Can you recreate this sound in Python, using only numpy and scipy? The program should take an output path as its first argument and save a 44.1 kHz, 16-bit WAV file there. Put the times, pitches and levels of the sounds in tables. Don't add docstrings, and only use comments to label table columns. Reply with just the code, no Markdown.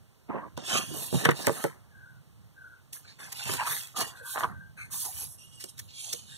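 import sys
import numpy as np
from scipy import signal
from scipy.fft import rfft, irfft, next_fast_len
from scipy.io import wavfile
from scipy.ndimage import uniform_filter1d, map_coordinates

SR = 44100
rng = np.random.default_rng(int(sys.argv[2]) if len(sys.argv) > 2 else 0)


def transcribe(signal):
    frames = np.atleast_2d(signal).T
    limited = np.clip(frames, -1, 1)
    pcm = np.round(limited * 32767).astype(np.int16)
    wavfile.write(sys.argv[1], SR, pcm)


N = 281269
T = np.arange(N) / SR


def amp(db):
    return 10 ** (np.asarray(db) / 20)


def unit(x):
    return x / np.sqrt(np.mean(x ** 2) + 1e-20)


def along(points, hz):
    f, v = np.transpose(points)
    return np.interp(np.log(hz + 1), np.log(f + 1), v)


def wobble(rate):
    knots = rng.standard_normal(int(N * rate / SR) + 4)
    return map_coordinates(knots, [T * rate])


def filtered(x, response):
    n = x.shape[-1]
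    m = next_fast_len(n + 4096)
    return irfft(rfft(x, m) * response(np.fft.rfftfreq(m, 1 / SR)), m)[..., :n]


def coloured(x, spectrum):
    return unit(filtered(x, lambda hz: amp(along(spectrum, hz))))


def halves(texture):
    return np.array([texture, np.roll(texture, N // 2)])


def stroke(start, rise, hold, decay):
    attack = np.sin(np.pi / 2 * np.clip((T - start) / rise, 0, 1)) ** 1.6
    return attack * amp(-20 * np.maximum(T - start - rise - hold, 0) / decay)


SNAGS_PER_S, SNAG_DB = 46, 2.5


def friction(spectrum, rate, grain_share, spread_db, flutter_db):
    sizes = amp(spread_db * np.minimum(rng.exponential(size=N), 4))
    slips = (rng.random(N) < rate / SR) * rng.choice([-1, 1], N) * sizes
    bed = rng.standard_normal(N)
    drive = np.sqrt(grain_share) * unit(slips) + np.sqrt(1 - grain_share) * bed
    snag = np.cumsum(SNAGS_PER_S * np.exp(0.75 * wobble(40))) / SR % 1
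    pressure_db = flutter_db * wobble(70) + wobble(22.05) + SNAG_DB * snag ** 2
    return coloured(drive * amp(pressure_db), spectrum)


def bending(x, depth_db, size):
    z = signal.stft(x, nperseg=512)[2]
    field = uniform_filter1d(rng.standard_normal(z.shape), size=size, axis=0)
    field = uniform_filter1d(field, size=18, axis=1)
    return unit(signal.istft(z * amp(depth_db * unit(field)), nperseg=512)[1][:N])


# time_s, level_db
RUMBLE_LEVEL = [(0, -55), (.25, -64), (.6, -51), (1.8, -56.5), (2.45, -51.5), (2.8, -59), (4.3, -51.5),
                (4.55, -46), (4.8, -49), (5.7, -54.5), (6.15, -55), (6.38, -48)]
# pitch_hz, level_db (per Hz)
RUMBLE_SPECTRUM = [(20, -24), (50, -10.5), (85, 3), (135, 3.5), (220, -12), (420, -32.5), (1000, -48),
                   (3000, -78.5)]
HISS_SPECTRUM = [(60, -12), (220, -18.5), (420, -21.5), (850, -25), (1700, -28.5), (2900, -30.5),
                 (6000, -36.5), (15500, -39.5)]


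def room_tone():
    level_db = np.interp(T, *np.transpose(RUMBLE_LEVEL)) + 2.2 * wobble(9)
    rumble = amp(level_db) * halves(coloured(rng.standard_normal(N), RUMBLE_SPECTRUM))
    hiss = halves(coloured(rng.standard_normal(N), HISS_SPECTRUM))
    return rumble + amp(-61.5) * hiss


# start_s, length_s, first_pitch_hz, last_pitch_hz, level_db, hoarseness (0-1)
BIRD_CALLS = [(1.9, 0.34, 1680, 1495, -52.5, 0.65), (2.54, 0.3, 1566, 1495, -48.5, 0.54),
              (4.103, 0.39, 1517, 1544, -44.5, 0.65), (4.493, 0.25, 1560, 1573, -49, 0.17)]
SETTLE_S = 0.11
WAVER_HZ, RASP_HZ = 24.6, 126.5


def bird():
    out = np.zeros(N)
    for start, length, first_hz, last_hz, db, hoarse in BIRD_CALLS:
        t = np.maximum(T - start, 0)
        pitch = last_hz + (first_hz - last_hz) * np.exp(-t / SETTLE_S) + WAVER_HZ * wobble(60)
        phase = 2 * np.pi * np.cumsum(pitch) / SR
        whistle = unit(np.sin(phase))
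        rasp = unit(wobble(2 * RASP_HZ) * np.sin(phase) + wobble(2 * RASP_HZ) * np.cos(phase))
        swell = np.abs(np.sin(np.pi * np.minimum(t / length, 1) ** 0.78)) ** 1.4
        out += amp(db) * swell * (np.sqrt(1 - hoarse) * whistle + np.sqrt(hoarse) * rasp)
    return out


# start_s, rise_s, hold_s, decay_s, level_db
PUFFS = [(0.682, 0.084, 0.019, 0.11, -38.5), (0.86, 0.06, 0.03, 0.18, -40.5),
         (3.167, 0.072, 0.15, 0.1, -54.5), (3.449, 0.033, 0.069, 0.11, -37.5),
         (3.672, 0.017, 0.025, 0.1, -44.5), (4.414, 0.026, 0.09, 0.21, -40.5),
         (4.919, 0.032, 0.02, 0.068, -50), (6.115, 0.034, 0.2, 0.1, -56)]
# pitch_hz, level_db (per Hz)
PUFF_SPECTRUM = [(40, -21.5), (90, -2), (140, 5.5), (200, -2), (300, -21.5), (700, -43.5), (2000, -90)]


def wafts():
    push = sum(amp(db) * stroke(start, rise, hold, decay) for start, rise, hold, decay, db in PUFFS)
    return push * coloured(rng.standard_normal(N), PUFF_SPECTRUM)


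# start_s, length_s, first_pitch_hz, last_pitch_hz, level_db, width_hz
CHATTERS = [(.3, 0.24, 1105, 1050, -44.5, 140), (.88, 0.14, 250, 487, -37.5, 83.4),
            (1.56, 0.18, 1282, 1314, -45, 47), (3.035, 0.034, 1400, 1370, -58.5, 234),
            (3.07, 0.1, 4280, 4410, -54, 494), (4.2, 0.09, 538, 492, -52.5, 66),
            (4.24, 0.098, 1075, 1100, -46, 188), (4.772, 0.12, 2370, 2300, -41.5, 253),
            (4.78, 0.073, 1455, 1400, -47, 242), (4.9, 0.11, 1173, 1008, -50.5, 148),
            (5.03, 0.1, 872, 825, -44, 160), (6.02, 0.15, 824, 600, -57.5, 128),
            (6.28, 0.11, 1600, 1800, -55, 203)]


def squeaks():
    out = np.zeros(N + SR)
    waver = wobble(30)
    for start, length, first_hz, last_hz, db, width_hz in CHATTERS:
        first = round(start * SR)
        u = np.linspace(0, 1, int(length * SR))
        phase = 2 * np.pi * np.cumsum(first_hz + (last_hz - first_hz) * u) / SR
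        knots = rng.standard_normal((2, 1024))
        real, imag = (map_coordinates(k, [u * length * 2 * width_hz], mode="mirror") for k in knots)
        tone = unit(real * np.sin(phase) + imag * np.cos(phase))
        swell = np.abs(np.sin(np.pi * u ** 0.65)) ** 1.6
        swell = swell * amp(2.7 * np.take(waver, first + np.arange(len(u)), mode="wrap"))
        out[first:][:len(u)] += amp(db) * swell * tone
    return out[:N]


# start_s, rise_s, hold_s, decay_s, rub_level_db, flex_level_db,
# edge_share (stiff paper edge against soft skin, 0-1)
HAND_RUBS = [(0.278, 0.031, 0.077, 0.09, -35.5, -28.5, 0.23), (0.568, 0.016, 0.026, 0.22, -43, -40.5, 0.5),
             (0.658, 0.093, 0.029, 0.088, -25.5, -27, 0.72), (0.865, 0.12, 0.019, 0.15, -45, -36.5, 0),
             (1.137, 0.064, 0.092, 0.29, -35.5, -29.5, 0.75), (1.345, 0.13, 0.13, 0.2, -39, -39.5, 0.55),
             (2.933, 0.022, 0.0085, 0.092, -53.5, -66, 0.64), (3.04, 0.034, 0.043, 0.034, -50, -59, 0.93),
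             (3.18, 0.028, 0.025, 0.29, -42, -56, 0.7), (3.365, 0.04, 0.039, 0.05, -40.5, -60, 0.8),
             (3.449, 0.014, 0.089, 0.087, -34, -38.5, 0.63), (3.572, 0.037, 0.0093, 0.055, -26, -57, 0.5),
             (3.652, 0.011, 0.061, 0.16, -33, -47.5, 0.84), (3.937, 0.08, 0.012, 0.083, -33.5, -32.5, 0),
             (4.043, 0.015, 0.009, 0.17, -42.5, -53, 0), (4.33, 0.041, 0.037, 0.11, -31, -56, 0.04),
             (4.446, 0.016, 0.064, 0.052, -42.5, -43, 0.02), (4.765, 0.011, 0.016, 0.24, -46.5, -59, 0.98),
             (4.895, 0.023, 0.25, 0.15, -53, -73, 0.2), (5.163, 0.038, 0.041, 0.064, -49, -53.5, 0.9),
             (6.037, 0.018, 0.1, 0.14, -57.5, -58.5, 0.14)]
# pitch_hz, level_db (per Hz)
SKIN_SPECTRUM = [(250, -63.5), (500, -10.5), (750, 2.5), (1050, 4), (1450, -3.5), (1900, 0), (2700, -41.5),
                 (4000, -88.5), (8000, -101.5)]
EDGE_SPECTRUM = [(400, -75), (800, -47), (1300, 11.5), (1750, 19.5), (2400, 16.5), (3000, 4.5), (4500, -29),
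                 (9000, -77.5)]
FLEX_SPECTRUM = [(30, -39.5), (70, -13.5), (120, -11), (190, 1), (330, -4), (520, -5.5), (750, -8.5),
                 (1500, -27.5), (3000, -97)]


def rubbing():
    skin_power, edge_power, flex_power = np.zeros((3, N))
    for start, rise, hold, decay, rub_db, flex_db, edge in HAND_RUBS:
        power = stroke(start, rise, hold, decay) ** 2
        skin_power += (1 - edge) * amp(rub_db) ** 2 * power
        edge_power += edge * amp(rub_db) ** 2 * power
        flex_power += amp(flex_db) ** 2 * power
    skin = friction(SKIN_SPECTRUM, rate=340, grain_share=0.57, spread_db=2.0, flutter_db=1.5)
    skin = bending(skin, depth_db=5.5, size=2)
    scrape = friction(EDGE_SPECTRUM, rate=370, grain_share=0.82, spread_db=0.0, flutter_db=3.0)
    scrape = bending(scrape, depth_db=5.5, size=3)
    flex = friction(FLEX_SPECTRUM, rate=260, grain_share=0.037, spread_db=3.5, flutter_db=4.5)
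    rub = np.sqrt(skin_power) * halves(skin) + np.sqrt(edge_power) * halves(scrape)
    return amp(-4.0) * rub + amp(-5.5) * np.sqrt(flex_power) * halves(flex)


# pitch_hz, level_db (per Hz)
BUCKLE_SPECTRUM = [(700, -48), (1500, -19), (2600, -30), (4200, 13), (6000, 4), (9000, 12), (15000, 4.5)]


def crinkles():
    sizes = amp(2.5 * np.minimum(rng.exponential(size=N), 3))
    buckles = (rng.random(N) < 130 / SR) * rng.choice([-1, 1], N) * sizes
    return np.outer([1, 0], amp(-9.5) * coloured(buckles, BUCKLE_SPECTRUM))


def air_gap(x, gap_hz, echo):
    def response(hz):
        back = min(echo, 0.8) / (1 + (hz / 11000) ** 4)
        return np.sqrt(1 - back ** 2) / (1 - back * np.exp(-2j * np.pi * hz / gap_hz))
    return filtered(x, response)


# start_s, rise_s, hold_s, decay_s, level_db,
# brightness_db (sheen against low hiss), top_hz (of the hiss), gap_pitch_hz, gap_echo (0-1, at most 0.8 used)
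PAGE_SLIDES = [(0.567, 0.0029, 0.044, 0.13, -42, -17, 6960, 2980, .2),
               (0.619, 0.13, 0.03, 0.056, -25.5, -12, 12500, 2950, .25),
               (0.75, 0.057, 0.1, 0.11, -40.5, -3, 12200, 3070, 0.6),
               (0.897, 0.1, 0.067, 0.058, -34.5, 1.5, 18000, 3840, 0.16),
               (1.075, 0.1, 0.042, 0.14, -33.5, -4.5, 14000, 3400, 0),
               (1.233, 0.02, 0.0032, 0.016, -40, -8, 15900, 2000, 0),
               (1.327, 0.082, 0.074, 0.05, -36.5, -8.5, 18600, 3650, 0.04),
               (1.492, 0.045, 0.1, 0.1, -39.5, -0.5, 17800, 2680, 0.14),
               (2.925, 0.005, 0.011, 0.075, -38.5, 2.5, 15000, 3030, 0.26),
               (3.006, 0.093, 0.011, 0.11, -52, -13, 9000, 2180, 0.34),
               (3.178, 0.029, 0.14, 0.3, -48.5, -3.5, 13400, 2630, .3),
               (3.346, 0.04, 0.26, 0.041, -37.5, -10.5, 13400, 2470, 0.18),
               (3.437, 0.094, 0.017, 0.034, -37, 2, 14000, 2300, 0),
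               (3.644, 0.043, 0.037, 0.13, -31.5, 3.5, 18000, 3100, 0.24),
               (3.735, 0.033, 0.021, 0.12, -36.5, -10.5, 18000, 3900, 0.2),
               (3.95, 0.048, 0.027, 0.022, -26.5, -9, 16000, 2280, 0.02),
               (4.025, 0.028, 0.031, 0.075, -39.5, -5.5, 14150, 2520, 0.04),
               (4.142, 0.038, 0.018, 0.031, -50.5, -4, 12100, 4140, 0.7),
               (4.218, 0.11, 0.011, 0.072, -36.5, 4, 18100, 3850, 0.27),
               (4.381, 0.011, 0.026, 0.076, -41, -0.5, 16000, 2260, 0.4),
               (4.762, 0.034, 0.03, 0.11, -53, 2.5, 12800, 2120, 0.6),
               (4.899, 0.046, 0.09, 0.2, -32.5, 9, 20000, 2370, 0.06),
               (5.113, 0.11, 0.015, 0.064, -37, 7, 18100, 2780, 0.48),
               (5.278, 0.054, 0.014, 0.044, -48.5, 18.5, 14000, 2800, 0.64),
               (5.375, 0.018, 0.035, 0.15, -47, 3, 9400, 2850, 0.83),
               (5.478, 0.081, 0.034, 0.073, -51.5, 5.5, 9100, 2700, 0.8),
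               (5.599, 0.027, 0.011, 0.12, -43.5, 2, 11000, 2900, 0.36),
               (5.681, 0.015, 0.0058, 0.013, -47.5, 11, 10850, 2880, .3),
               (5.763, 0.02, 0.029, 0.28, -55.5, -2, 18300, 3300, .3),
               (5.872, 0.039, 0.014, 0.07, -45, -15, 7000, 2180, 0.54),
               (5.913, 0.15, 0.062, 0.15, -34.5, -4.5, 10800, 3250, 0.27),
               (6.251, 0.088, 0.071, 0.1, -47, -6, 10300, 3900, 0.52)]
# pitch_hz, level_db (per Hz)
SLIDE_SPECTRUM = [(1200, -28), (1850, -12), (2400, 9.5), (2900, 9.5), (3600, 9.5), (4900, 7.5), (6200, 2),
                  (7400, 4), (9000, -2), (15000, -35.5)]
SHEEN_SPECTRUM = [(2000, -38), (3500, -17.5), (5000, -9.5), (6500, -0.5), (8000, -1.5), (9800, 4),
                  (11800, 1), (13500, -1), (15500, -5)]


def sliding():
    low = friction(SLIDE_SPECTRUM, rate=860, grain_share=0.26, spread_db=3.5, flutter_db=2.0)
    low = bending(low, depth_db=6.5, size=2)
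    high = friction(SHEEN_SPECTRUM, rate=4600, grain_share=0.75, spread_db=3.0, flutter_db=1.0)
    high = bending(high, depth_db=4.5, size=2)
    low = amp(-3.0) * (halves(low) + crinkles())
    high = halves(high) + 0.54 * crinkles()
    out = np.zeros((2, N))
    for start, rise, hold, decay, db, bright_db, top_hz, gap_hz, echo in PAGE_SLIDES:
        speed = stroke(start, rise, hold, decay)
        on = speed > .001
        sheen_share = 1 / (1 + amp(-bright_db) ** 2)
        hiss = np.sqrt(1 - sheen_share) * low[:, on] + np.sqrt(sheen_share) * high[:, on]
        soften = signal.butter(3, top_hz, fs=SR, output="sos")
        hiss = air_gap(signal.sosfilt(soften, hiss), gap_hz, echo)
        out[:, on] += amp(db) * speed[on] * hiss
    return out


# time_s, thump_level_db, slap_level_db, crack_level_db, contact_s, slap_pitch_hz, thump_pitch_hz
PAGE_FLAPS = [(0.577, -30.5, -33.5, -29.5, 0.00073, 1100, 332), (1.128, -22, -30, -43, 0.00064, 600, 295),
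              (1.144, -16, -29, -28, 0.0024, 800, 241), (1.156, -19, -40, -47.5, 0.0014, 910, 130),
              (1.2535, -27, -11, -14.5, 0.0014, 1860, 400), (1.256, -21.5, -11, -23, 0.00051, 1470, 500),
              (1.263, -19, -40, -41, 0.00055, 1400, 151), (1.2885, -12, -23.5, -36.5, 0.00021, 1160, 298),
              (1.291, -23, -11, -42.5, 0.00095, 1480, 704), (1.311, -38, -28, -21.5, 0.0014, 1900, 400),
              (1.316, -26.5, -21.5, -29.5, 0.0014, 1670, 130), (1.47, -38, -16.5, -9.5, 0.00036, 1960, 450),
              (1.475, -15.5, -24, -41, 0.00043, 1240, 480), (1.484, -25, -26, -23, 0.00081, 1110, 500),
              (1.495, -18, -22, -30, 0.0006, 1110, 494), (1.641, -28, -23, -20, 0.00026, 1410, 397),
              (1.6455, -19.5, -38, -42, 0.00063, 855, 380), (1.651, -23, -29.5, -42, 0.0006, 1000, 556),
              (3.495, -30.5, -26.5, -39, 0.0013, 1680, 327), (3.538, -34, -29, -17, 0.00073, 1600, 340),
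              (3.673, -59, -25, -26, 0.004, 1230, 393), (3.716, -47, -33, -26, 0.004, 1440, 396),
              (4.011, -31.5, -30, -20.5, 0.0015, 1250, 400), (4.943, -58, -39, -28, 0.00068, 1010, 400),
              (5.055, -50, -43, -23, 0.0042, 1020, 400), (5.642, -41, -45.5, -22, 0.0011, 1200, 400),
              (6.133, -41, -40, -15, 0.0026, 1990, 403)]
# time_s, crack_level_db, contact_s
EDGE_FLICKS = [(2.933, -27, 0.00097), (3.198, -55, .001), (3.327, -23, 0.0027), (3.367, -37, .0007),
               (3.376, -36, .0007), (3.439, -24.5, 0.00057), (3.455, -29, 0.00057), (3.523, -27, .0005),
               (3.571, -26, 0.0007), (3.682, -24, 0.00055), (3.721, -23, 0.00034), (3.835, -30, 0.00074),
               (3.873, -33, 0.001), (3.915, -54, 0.0007), (4.007, -17, .0005), (4.4, -28, 0.0018),
               (5.535, -47, 0.002), (5.61, -30, 0.0047), (5.782, -33.5, 0.001), (5.796, -24.5, 0.0031)]
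# time_s, level_db
PALM_SLIPS = [(3.608, -30), (3.622, -30.5), (3.965, -29.5), (4.359, -25.5), (4.373, -23), (4.379, -21.5),
              (4.407, -22), (4.418, -36), (4.429, -25.5), (4.4352, -18.5), (4.439, -19.5), (4.4437, -16)]
FLICK_HZ, SLIP_HZ = 2050, 1020
LIGHT_THUMP_HZ = 367
FLICK_THUMP_DB, FLICK_SLAP_DB = -35.5, -16
SLIP_THUMP_DB, SLIP_CRACK_DB = -21.5, -32.5
SLIP_S = 0.0006


def contacts():
    flicks = [(s, db + FLICK_THUMP_DB, db + FLICK_SLAP_DB, db, contact, FLICK_HZ, LIGHT_THUMP_HZ)
              for s, db, contact in EDGE_FLICKS]
    slips = [(s, db + SLIP_THUMP_DB, db, db + SLIP_CRACK_DB, SLIP_S, SLIP_HZ, LIGHT_THUMP_HZ)
             for s, db in PALM_SLIPS]
    return list(PAGE_FLAPS) + flicks + slips


def burst(noise, t, width, lead_db, lead_t60, tail_db, tail_t60):
    touch = np.exp(-.5 * (t / width) ** 2)
    skirt = amp(np.where(t < 0, lead_db + 60 * t / lead_t60, tail_db - 60 * t / tail_t60))
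    shape = np.maximum(touch, skirt)
    return unit(noise * shape) * np.sqrt(np.mean(shape ** 2))


# pitch_hz, level_db, t60_s (each strike varies pitch and level a little)
STACK_MODES = [(144, 4.5, 0.14), (180.2, 2.5, 0.12), (266, 3, 0.037), (342, -0.5, 0.053),
               (444.6, -3, 0.079), (569, 3.5, 0.034), (737, -0.5, 0.033)]


def stack_ring(t, width, thump_hz):
    after = np.maximum(t, 0)
    ring = 0
    for hz, db, t60 in STACK_MODES:
        nearness = 1 / np.hypot(1, 1.7 * (hz / thump_hz - thump_hz / hz))
        strength = amp(db + 1.5 * rng.normal()) * nearness
        pitch = hz * np.exp(0.078 * rng.normal())
        ring += strength * amp(-60 * after / t60) * np.sin(2 * np.pi * pitch * after)
    ring *= 1 - np.exp(-after / (0.92 * width))
    ring = filtered(ring, lambda hz: (1j * hz / (1j * hz + 68)) ** 3)
    return ring / np.sqrt(np.mean(ring[(t > 0) & (t < .0125)] ** 2))


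# pitch_hz, level_db (per Hz)
CRACK_SPECTRUM = [(900, -33), (2000, 2.5), (3000, 0.5), (4500, 6.5), (6200, 7.5), (8500, 6), (11000, 5),
                  (15500, -0.5)]


def flaps():
    out = np.zeros(N + SR)
    lead = SR // 16
    t = np.arange(-lead, SR // 6) / SR
    for s, thump_db, slap_db, crack_db, contact, slap_hz, thump_hz in contacts():
        white = rng.standard_normal((2, len(t)))
        width = max(contact, .0003)
        brief_db = 5 * np.log10(1 + (0.0012 / width) ** 2)
        crack = burst(coloured(white[0], CRACK_SPECTRUM), t, width * 1.56, lead_db=-9.5,
                      lead_t60=0.017 + 12 * width, tail_db=-19.0, tail_t60=0.017)
        resonance = lambda hz: 1 / (1 + 1j * 1.52 * (hz / slap_hz - slap_hz / (hz + 1))) ** 2
        sheet = unit(filtered(white[1], resonance))
        slap = burst(sheet, t - .001, width * 1.75, lead_db=-28.5,
                     lead_t60=0.056, tail_db=-11.5, tail_t60=0.083)
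        hit = amp(crack_db + brief_db - 9.5) * crack
        hit += amp(slap_db + brief_db - 3.5) * slap
        hit += amp(thump_db - 2.5) * stack_ring(t, width, thump_hz)
        out[round(s * SR) - lead:][:len(t)] += hit
    return out[:N]


# pitch_hz, level_db
ECHO_LEVEL = [(100, -12), (1000, -4), (4000, -16), (15000, -13.5)]
# pitch_hz, t60_s
ECHO_DECAY = [(150, 0.18), (1000, 0.026), (4000, 0.087), (14000, 0.13)]


def reflections(x):
    hz, t, z = signal.stft(rng.standard_normal(SR // 4), SR, nperseg=128)
    fade = amp(-60 * t / along(ECHO_DECAY, hz)[:, None])
    even = z * fade / np.linalg.norm(fade, axis=1, keepdims=True)
    tail = signal.istft(even, SR, nperseg=128)[1]
    delayed = np.pad(tail / np.linalg.norm(tail), (SR // 800, 0))
    wet = signal.fftconvolve(x, delayed)[:N]
    return filtered(wet, lambda f: amp(along(ECHO_LEVEL, f)))


# pitch_hz, lag_rad
LEFT_LAG = [(60, 0.55), (300, 0.24), (750, 0.32), (1300, 0.31)]


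def ports(x, lag_ms):
    def pair(hz):
        turn = (2 * np.pi * hz * lag_ms / 1000 + along(LEFT_LAG, hz)) / 2
        return np.array([np.exp(-1j * turn), -np.exp(1j * turn)])
    return filtered(x, pair)


# pitch_hz, level_db
FAR_SIDE = [(100, -25), (500, -12), (1200, -2), (2000, -18.5), (4000, -4), (15000, 1)]
# pitch_hz, level_db
PORT_TILT = [(60, -2), (250, -5), (600, -4.5), (1100, -3.5), (1600, 2.5), (2300, 3.5), (2600, -3.5),
             (3500, -2.5), (4700, -4.5), (5200, 1.1), (6500, -6.5), (9000, -4.5), (14000, -1)]


def scene():
    lag_ms = .405
    near, far = sliding() + rubbing() + room_tone()
    hits = flaps()
    near = near + squeaks() + hits + wafts() + bird()
    far = filtered(far, lambda hz: amp(along(FAR_SIDE, hz))) + reflections(hits)
    pair = ports(near, lag_ms) + ports(far, -lag_ms)
    return amp(-2.5) * filtered(pair, lambda hz: amp(np.outer([.5, -.5], along(PORT_TILT, hz))))


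def record(dry):
    bass_hz, top_hz = 45, 15600
    low_cut = lambda hz: hz ** 2 / np.sqrt(hz ** 4 + bass_hz ** 4)
    high_cut = lambda hz: 1 / np.sqrt(1 + np.minimum(hz / top_hz, 2) ** 320)
    return filtered(dry, lambda hz: low_cut(hz) * high_cut(hz))


dry = scene()
out = record(dry)
transcribe(out)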